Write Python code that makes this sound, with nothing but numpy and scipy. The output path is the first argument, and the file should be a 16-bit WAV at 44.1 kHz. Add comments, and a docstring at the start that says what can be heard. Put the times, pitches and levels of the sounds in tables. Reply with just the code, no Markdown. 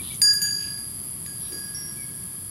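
"""An open field where a cow grazes with a small brass bell on her neck. A far bird whistles in falling sine tones.
A bush cricket buzzes, a tone and noise pulsed by its wing strokes, over a chorus of filtered noise; swells of noise
make the grass and a hoof, and low noise the distant rumble. A step swings the clapper hard against the bell wall:
decaying modes ring in close pairs that beat. Later it only touches the wall, and rings faintly itself."""
import sys
import numpy as np
from scipy import signal
from scipy.fft import rfft, irfft, next_fast_len
from scipy.io import wavfile
from scipy.ndimage import map_coordinates

SR = 44100
rng = np.random.default_rng(int(sys.argv[2]) if len(sys.argv) > 2 else 0)


def bounce(signal):
    """Save signal as a 16-bit WAV file at the path given by the first command-line argument."""
    frames = np.transpose(np.atleast_2d(signal))
    limited = np.clip(frames, -1, 1)
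    pcm = np.round(limited * 32767).astype(np.int16)
    wavfile.write(sys.argv[1], SR, pcm)


N = 110250

# Likeness of left and right in the broad noises of the field.
# Each row: frequency in Hz, left-right correlation from 0 to 1.
FIELD_ALIKE = [(60, .995), (150, 1), (280, .78), (550, 0.37), (1200, 0.24), (5000, 1)]


def amp(db):
    """Decibel law: the amplitude gain of a level in dB."""
    return 10 ** (np.asarray(db) / 20)


def unit(x):
    """Power normalization: x scaled to rms 1."""
    return x / np.sqrt(np.mean(x ** 2) + 1e-20)


def clock():
    """Sampling: the time of each sample in seconds."""
    return np.arange(N) / SR


def curve(rows):
    """Linear interpolation in time between (s, value) points."""
    return np.interp(clock(), *np.transpose(rows))


def along(points, hz):
    """Interpolation between (Hz, value) points on a logarithmic frequency axis."""
    point_hz, values = np.transpose(points)
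    return np.interp(np.log(hz + 1), np.log(point_hz + 1), values)


def wobble(rate):
    """Random modulation: a smooth curve through normal knots, rate of them a second."""
    knots = rng.standard_normal(2 ** 13)
    return map_coordinates(knots, [clock() * rate], mode="mirror")


def filtered(x, response):
    """Linear filtering: the spectrum of x times a response of frequency."""
    size = next_fast_len(N + SR // 2)
    spectrum = rfft(x, size) * response(np.fft.rfftfreq(size, 1 / SR))
    return irfft(spectrum, size)[..., :N]


def rush(level_at, alike):
    """Partly coherent stereo noise of rms 1: the mid-side balance sets the left-right correlation."""
    def mid_side_gains(hz):
        angle = np.arccos(np.clip(along(alike, hz), -1, 1)) / 2
        return amp(level_at(hz)) * [np.cos(angle), np.sin(angle)]

    mid, side = filtered(rng.standard_normal((2, N)), mid_side_gains)
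    return unit(np.array([mid + side, mid - side]))


def pan(db):
    """Intensity stereo: left raised and right lowered by db, so positive is to the left."""
    return amp([[db], [-db]])


def fade(s, t60):
    """Exponential decay: a sudden start at s, down 60 dB after t60 seconds."""
    age = clock() - s
    return (age >= 0) * np.exp(-np.log(1000) * np.maximum(age, 0) / t60)


def struck(s, t60):
    """Finite contact time: a decay that builds up while the clapper touches."""
    rise_s = 0.00039  # time constant of the build-up
    return fade(s, t60) * (1 - np.exp(-np.maximum(clock() - s, 0) / rise_s))


def ring(s, hz, t60):
    """Free vibration: one mode struck at s, a decaying cosine."""
    return struck(s, t60) * np.cos(2 * np.pi * hz * (clock() - s))


def bird():
    """Frequency modulation: short sine whistles whose pitch sags and wavers."""
    # Each row: start in seconds, length in seconds, pitch at the start in Hz (before waver), level in dB.
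    notes = [(-.02, 0.036, 2394, -37), (0.103, 0.02, 2320, -42), (0.131, 0.017, 2290, -43.5),
             (1.965, 0.096, 2340, -47), (2.087, 0.024, 2265, -53)]
    sag_hz_per_s, waver_hz = 1600, 14.7
    out = np.zeros(N)
    for s, length, hz, db in notes:
        age = clock() - s
        pitch = hz - sag_hz_per_s * age + waver_hz * wobble(150)
        envelope = np.abs(np.sin(np.pi * np.clip(age / length, 0, 1))) ** .5
        out += amp(db) * envelope * np.sin(2 * np.pi * np.cumsum(pitch) / SR)
    return out


def insects():
    """Stridulation: wing strokes pulse a falling tone and a rasp, over a steady chorus and far crickets."""
    # Spectrum shape of the near rasp. Each row: frequency in Hz, relative level in dB.
    rasp_spectrum = [(5000, -64), (8500, -29.5), (9600, -13), (10400, -3), (10900, -1.5), (11400, -12),
                     (11900, -19), (12300, -41), (15000, -45)]
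    # Loudness of the whole near buzz. Each row: time in seconds, gain in dB.
    buzz_level = [(0.0, -35.5), (0.97, -36.5), (0.99, -33.5), (1.3, -39), (1.45, -37), (2.5, -39)]
    # Spectrum shape of the chorus. Each row: frequency in Hz, relative level in dB.
    chorus_spectrum = [(3000, -58), (6300, -37.5), (7200, -23), (8800, -17.5), (10000, -7.5), (10800, -0.5),
                       (11700, -10), (12300, -23.5), (13500, -34.5), (15000, -30)]
    # Far cricket bands. Each row: centre in Hz, half width (6 dB down) in Hz, level in dB.
    far_bands = [(3325, 220, -62.5), (4735, 224, -55.5)]
    # Stereo likeness of all insects. Each row: frequency in Hz, left-right correlation from 0 to 1.
    insect_alike = [(4000, 0.94), (8000, 0.76), (11000, 0.9)]
    wing_hz, sharpness, stroke_scatter_db = 128.4, 1.9, 0.2
    tone_hz, fall_hz, scatter_hz = 10860, 1100, 325.4  # mid-stroke pitch, fall through each stroke, jitter
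    tone_db, rasp_db, chorus_db = -4, -6, -37  # tone and rasp before the buzz level

    phase = wing_hz * clock() % 1
    strokes = np.abs(np.sin(np.pi * phase)) ** (2 * sharpness) * amp(stroke_scatter_db * wobble(wing_hz))
    pitch = tone_hz - fall_hz * (phase - .5) + scatter_hz * wobble(2600)
    tone = amp(tone_db) * unit(strokes * np.sin(2 * np.pi * np.cumsum(pitch) / SR))
    rasp = amp(rasp_db) * unit(strokes * rush(lambda hz: along(rasp_spectrum, hz), insect_alike))
    chorus = amp(chorus_db) * rush(lambda hz: along(chorus_spectrum, hz), insect_alike)

    far = np.zeros((2, N))
    for centre, width, db in far_bands:
        far += amp(db) * rush(lambda hz: -20 * np.log10(1 + ((hz - centre) / width) ** 2), insect_alike)
    return (tone + rasp) * amp(curve(buzz_level)) + chorus + far


def air():
    """Broadband ambience: shaped noise for the far rumble and the hush of the open field."""
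    # Spectrum shape. Each row: frequency in Hz, relative level in dB.
    air_spectrum = [(25, -21), (50, -8.5), (80, -3), (125, 0), (180, -1), (250, -9), (370, -11.5),
                    (480, -20), (800, -21.5), (1230, -18.5), (1500, -26), (2200, -24.5), (4000, -33),
                    (7000, -30), (15000, -88)]
    # Slow level changes, before the overall gain. Each row: time in seconds, level in dB.
    air_level = [(0.0, -41), (0.19, -44.5), (2.0, -44.5), (2.04, -46), (2.35, -45), (2.37, -47), (2.5, -46)]
    gain_db = 0.76
    return amp(gain_db + curve(air_level)) * rush(lambda hz: along(air_spectrum, hz), FIELD_ALIKE)


def grazing():
    """Friction noise: grainy swishes of grass brushed and torn, and a soft hoof on the soil."""
    # Each row: middle in seconds, Gaussian spread in seconds, level in dB (before grain), band centre in Hz.
    rustles = [(0.087, 0.052, -44.5, 3470), (0.15, .015, -50, 6600), (0.282, 0.038, -53, 1204),
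               (0.458, .04, -52, 2920), (0.648, 0.043, -51, 2820), (1.46, 0.038, -52.5, 3500)]
    # Spectrum shape of the hoof on soil. Each row: frequency in Hz, relative level in dB.
    soil = [(100, -26), (250, -3), (370, -3.5), (550, -17.5), (1500, -29)]
    half_width_octaves, grain_db, grass_pan_db = 0.23, 1.5, 3.5
    hoof_s, hoof_spread_s, hoof_db = 1.55, 0.042, -45.5

    def swell(s, spread):
        """Gaussian envelope: a rise and fall around s."""
        return np.exp(-((clock() - s) / spread) ** 2 / 2)

    grass = np.zeros((2, N))
    for s, spread, db, centre in rustles:
        def band(hz):
            """Resonance-like band: 6 dB down at the half width."""
            octaves = np.log2((hz + 1) / centre)
            return -20 * np.log10(1 + (octaves / half_width_octaves) ** 2)

        grain = amp(grain_db * wobble(300))
        grass += amp(db) * swell(s, spread) * unit(grain * rush(band, FIELD_ALIKE))
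    hoof = amp(hoof_db) * swell(hoof_s, hoof_spread_s) * rush(lambda hz: along(soil, hz), FIELD_ALIKE)
    return grass * pan(grass_pan_db) + hoof


def bell():
    """Modal synthesis: blows add energy to ringing modes; their place decides which of a pair speaks."""
    # Frequencies of the bell's modes in Hz.
    mode_hz = [1657, 1687, 4765, 4816, 6574, 6645, 6958, 9106, 9172, 10141, 12688, 13340, 13440, 13790,
               13920]
    # The same modes. Each row: dB when struck in front, dB when struck on the flank, decay by 60 dB in seconds.
    modes = [(-31.5, -36, 2.6), (-35.5, -47, 2.84), (-30.5, -18, 0.78), (-12, -21.5, 1.32),
             (-37, -36.5, 1.1), (-27.5, -27, 0.61), (-19, -24, .45), (-15.5, -28.5, 0.24),
             (-42, -25.5, 0.4), (-28, -36, 0.64), (-27, -27.5, 0.17), (-40, -32, .13), (-34, -31, .13),
             (-42, -33, .13), (-39, -37, 0.28)]
    # Clapper blows. 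Each row: start in seconds, place from 0 (front) to 1 (flank), gain in dB of the hum,
    # of the middle modes and of the top modes, level in dB of the click.
    blows = [(0.2171, 0.054, 1.5, -0.5, 1.5, -26.5), (0.3335, 0.51, -26, -22, -3.5, -35),
             (0.4174, 0.92, -10, 0, 0, -35), (.7766, .6, -35.5, -38, -24, -46),
             (1.2617, 0.47, -13.5, -27.5, -22, -38), (1.5227, 0.82, -10, -25, -17, -41)]
    # Spectrum shape of the click. Each row: frequency in Hz, relative level in dB.
    crack_spectrum = [(800, -40), (1300, -30), (1800, 4.5), (3000, -1.5), (7000, -4.5), (15000, -9.5)]
    # Gain of the hum as the swinging bell turns. Each row: time in seconds, gain in dB.
    hum_swing = [(.22, -6.5), (.3, 2.5), (.39, -5.5), (.45, 3), (.55, -5.5), (.72, -4.5), (.88, -10.5),
                 (1.2, -12), (1.3, -1), (1.38, -9.5), (1.6, 1), (2.5, 5)]
    # Gain of the loudest partial as the bell turns. 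Each row: time in seconds, gain in dB.
    main_swing = [(.22, -1), (.31, 4.5), (.345, -6), (.37, 0.5), (.41, -11.5), (.425, -12), (.467, -21),
                  (.53, -1.5), (.63, -3.5), (.8, -1.5), (1.3, 1), (1.5, 1), (1.55, 9), (2.1, 6.5)]
    hum_below_hz, top_above_hz, main_hz = 3000, 8000, 4816
    lobes_db, lobes_per_s = 1, 15.67  # the lobes of each other mode sweep past on their own
    mute_s, mute_length_s, mute_db = .8, 0.093, 6  # the bell brushes the neck and loses part of its ring
    crack_t60_s = 0.019

    def lost_db(s):
        return mute_db * np.clip((s - mute_s) / mute_length_s, 0, 1)

    t, out = clock(), np.zeros(N)
    for hz, (front_db, flank_db, t60) in zip(mode_hz, modes):
        energy = np.zeros(N)
        for s, place, hum_db, middle_db, top_db, _ in blows:
            blow_db = hum_db if hz < hum_below_hz else top_db if hz > top_above_hz else middle_db
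            place_db = np.interp(place, [0, 1], [front_db, flank_db])
            # a blow is spared the loss that came before it
            energy += (amp(blow_db + place_db + lost_db(s)) * struck(s, t60)) ** 2
        if hz < hum_below_hz:
            swing_db = curve(hum_swing)
        elif hz == main_hz:
            swing_db = curve(main_swing)
        else:
            swing_db = lobes_db * wobble(lobes_per_s)
        carrier = np.cos(2 * np.pi * hz * (t - blows[0][0]))
        out += np.sqrt(energy) * amp(swing_db - lost_db(t)) * carrier

    crack = unit(filtered(rng.standard_normal(N), lambda hz: amp(along(crack_spectrum, hz))))
    clicks = sum(amp(click_db) * fade(s, crack_t60_s) for s, *_, click_db in blows)
    return out + crack * clicks


def clapper():
    """Modal excitation: glancing touches ring the clapper's own modes rather than the wall."""
    # Each row: frequency in Hz, relative level in dB, decay by 60 dB in seconds.
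    clapper_modes = [(2050, -56, 0.82), (5608, -31, 0.72), (10230, -27.5, 0.25)]
    # Glancing touches. Each row: start in seconds, gain in dB, brightness in dB per octave about the second mode.
    touches = [(1.4172, -14, 23.5), (1.7461, 0.5, -1.5)]
    # Gain of the clapper's note as the bell turns. Each row: time in seconds, gain in dB.
    clapper_swing = [(1.42, -9.5), (1.52, 2), (1.595, 5), (1.67, 17), (1.75, -2.5), (1.9, 2.5), (1.98, -7),
                     (2.02, 4), (2.1, -7), (2.17, 7)]
    out = np.zeros(N)
    for s, touch_db, bright_db in touches:
        for hz, mode_db, t60 in clapper_modes:
            tilt_db = bright_db * np.log2(hz / clapper_modes[1][0])
            out += amp(mode_db + touch_db + tilt_db) * ring(s, hz, t60)
    return amp(curve(clapper_swing)) * out


def field(x):
    """Diffuse scattering: faint decaying echoes from ground and plants, different on each side."""
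    tail = rng.standard_normal((2, N)) * fade(0, .1)  # down 60 dB in 0.1 s
    return signal.fftconvolve(x[None], tail / np.linalg.norm(tail[0]), axes=1)[:, :N]


def scene():
    """Superposition: bird and bell with their scatter, and insects, grass and air around them."""
    bird_pan_db, insect_pan_db, bell_pan_db, scatter_db = 2, 0.28, 0.1, -24
    whistles = bird()
    metal = bell() + clapper()
    direct = whistles * pan(bird_pan_db) + metal * pan(bell_pan_db)
    scattered = amp(scatter_db) * field(metal + whistles)
    return direct + scattered + insects() * pan(insect_pan_db) + air() + grazing()


def record(dry):
    """Band limiting: nothing is kept from 15850 Hz upward."""
    return filtered(dry, lambda hz: hz < 15850)


dry = scene()
out = record(dry)
bounce(out)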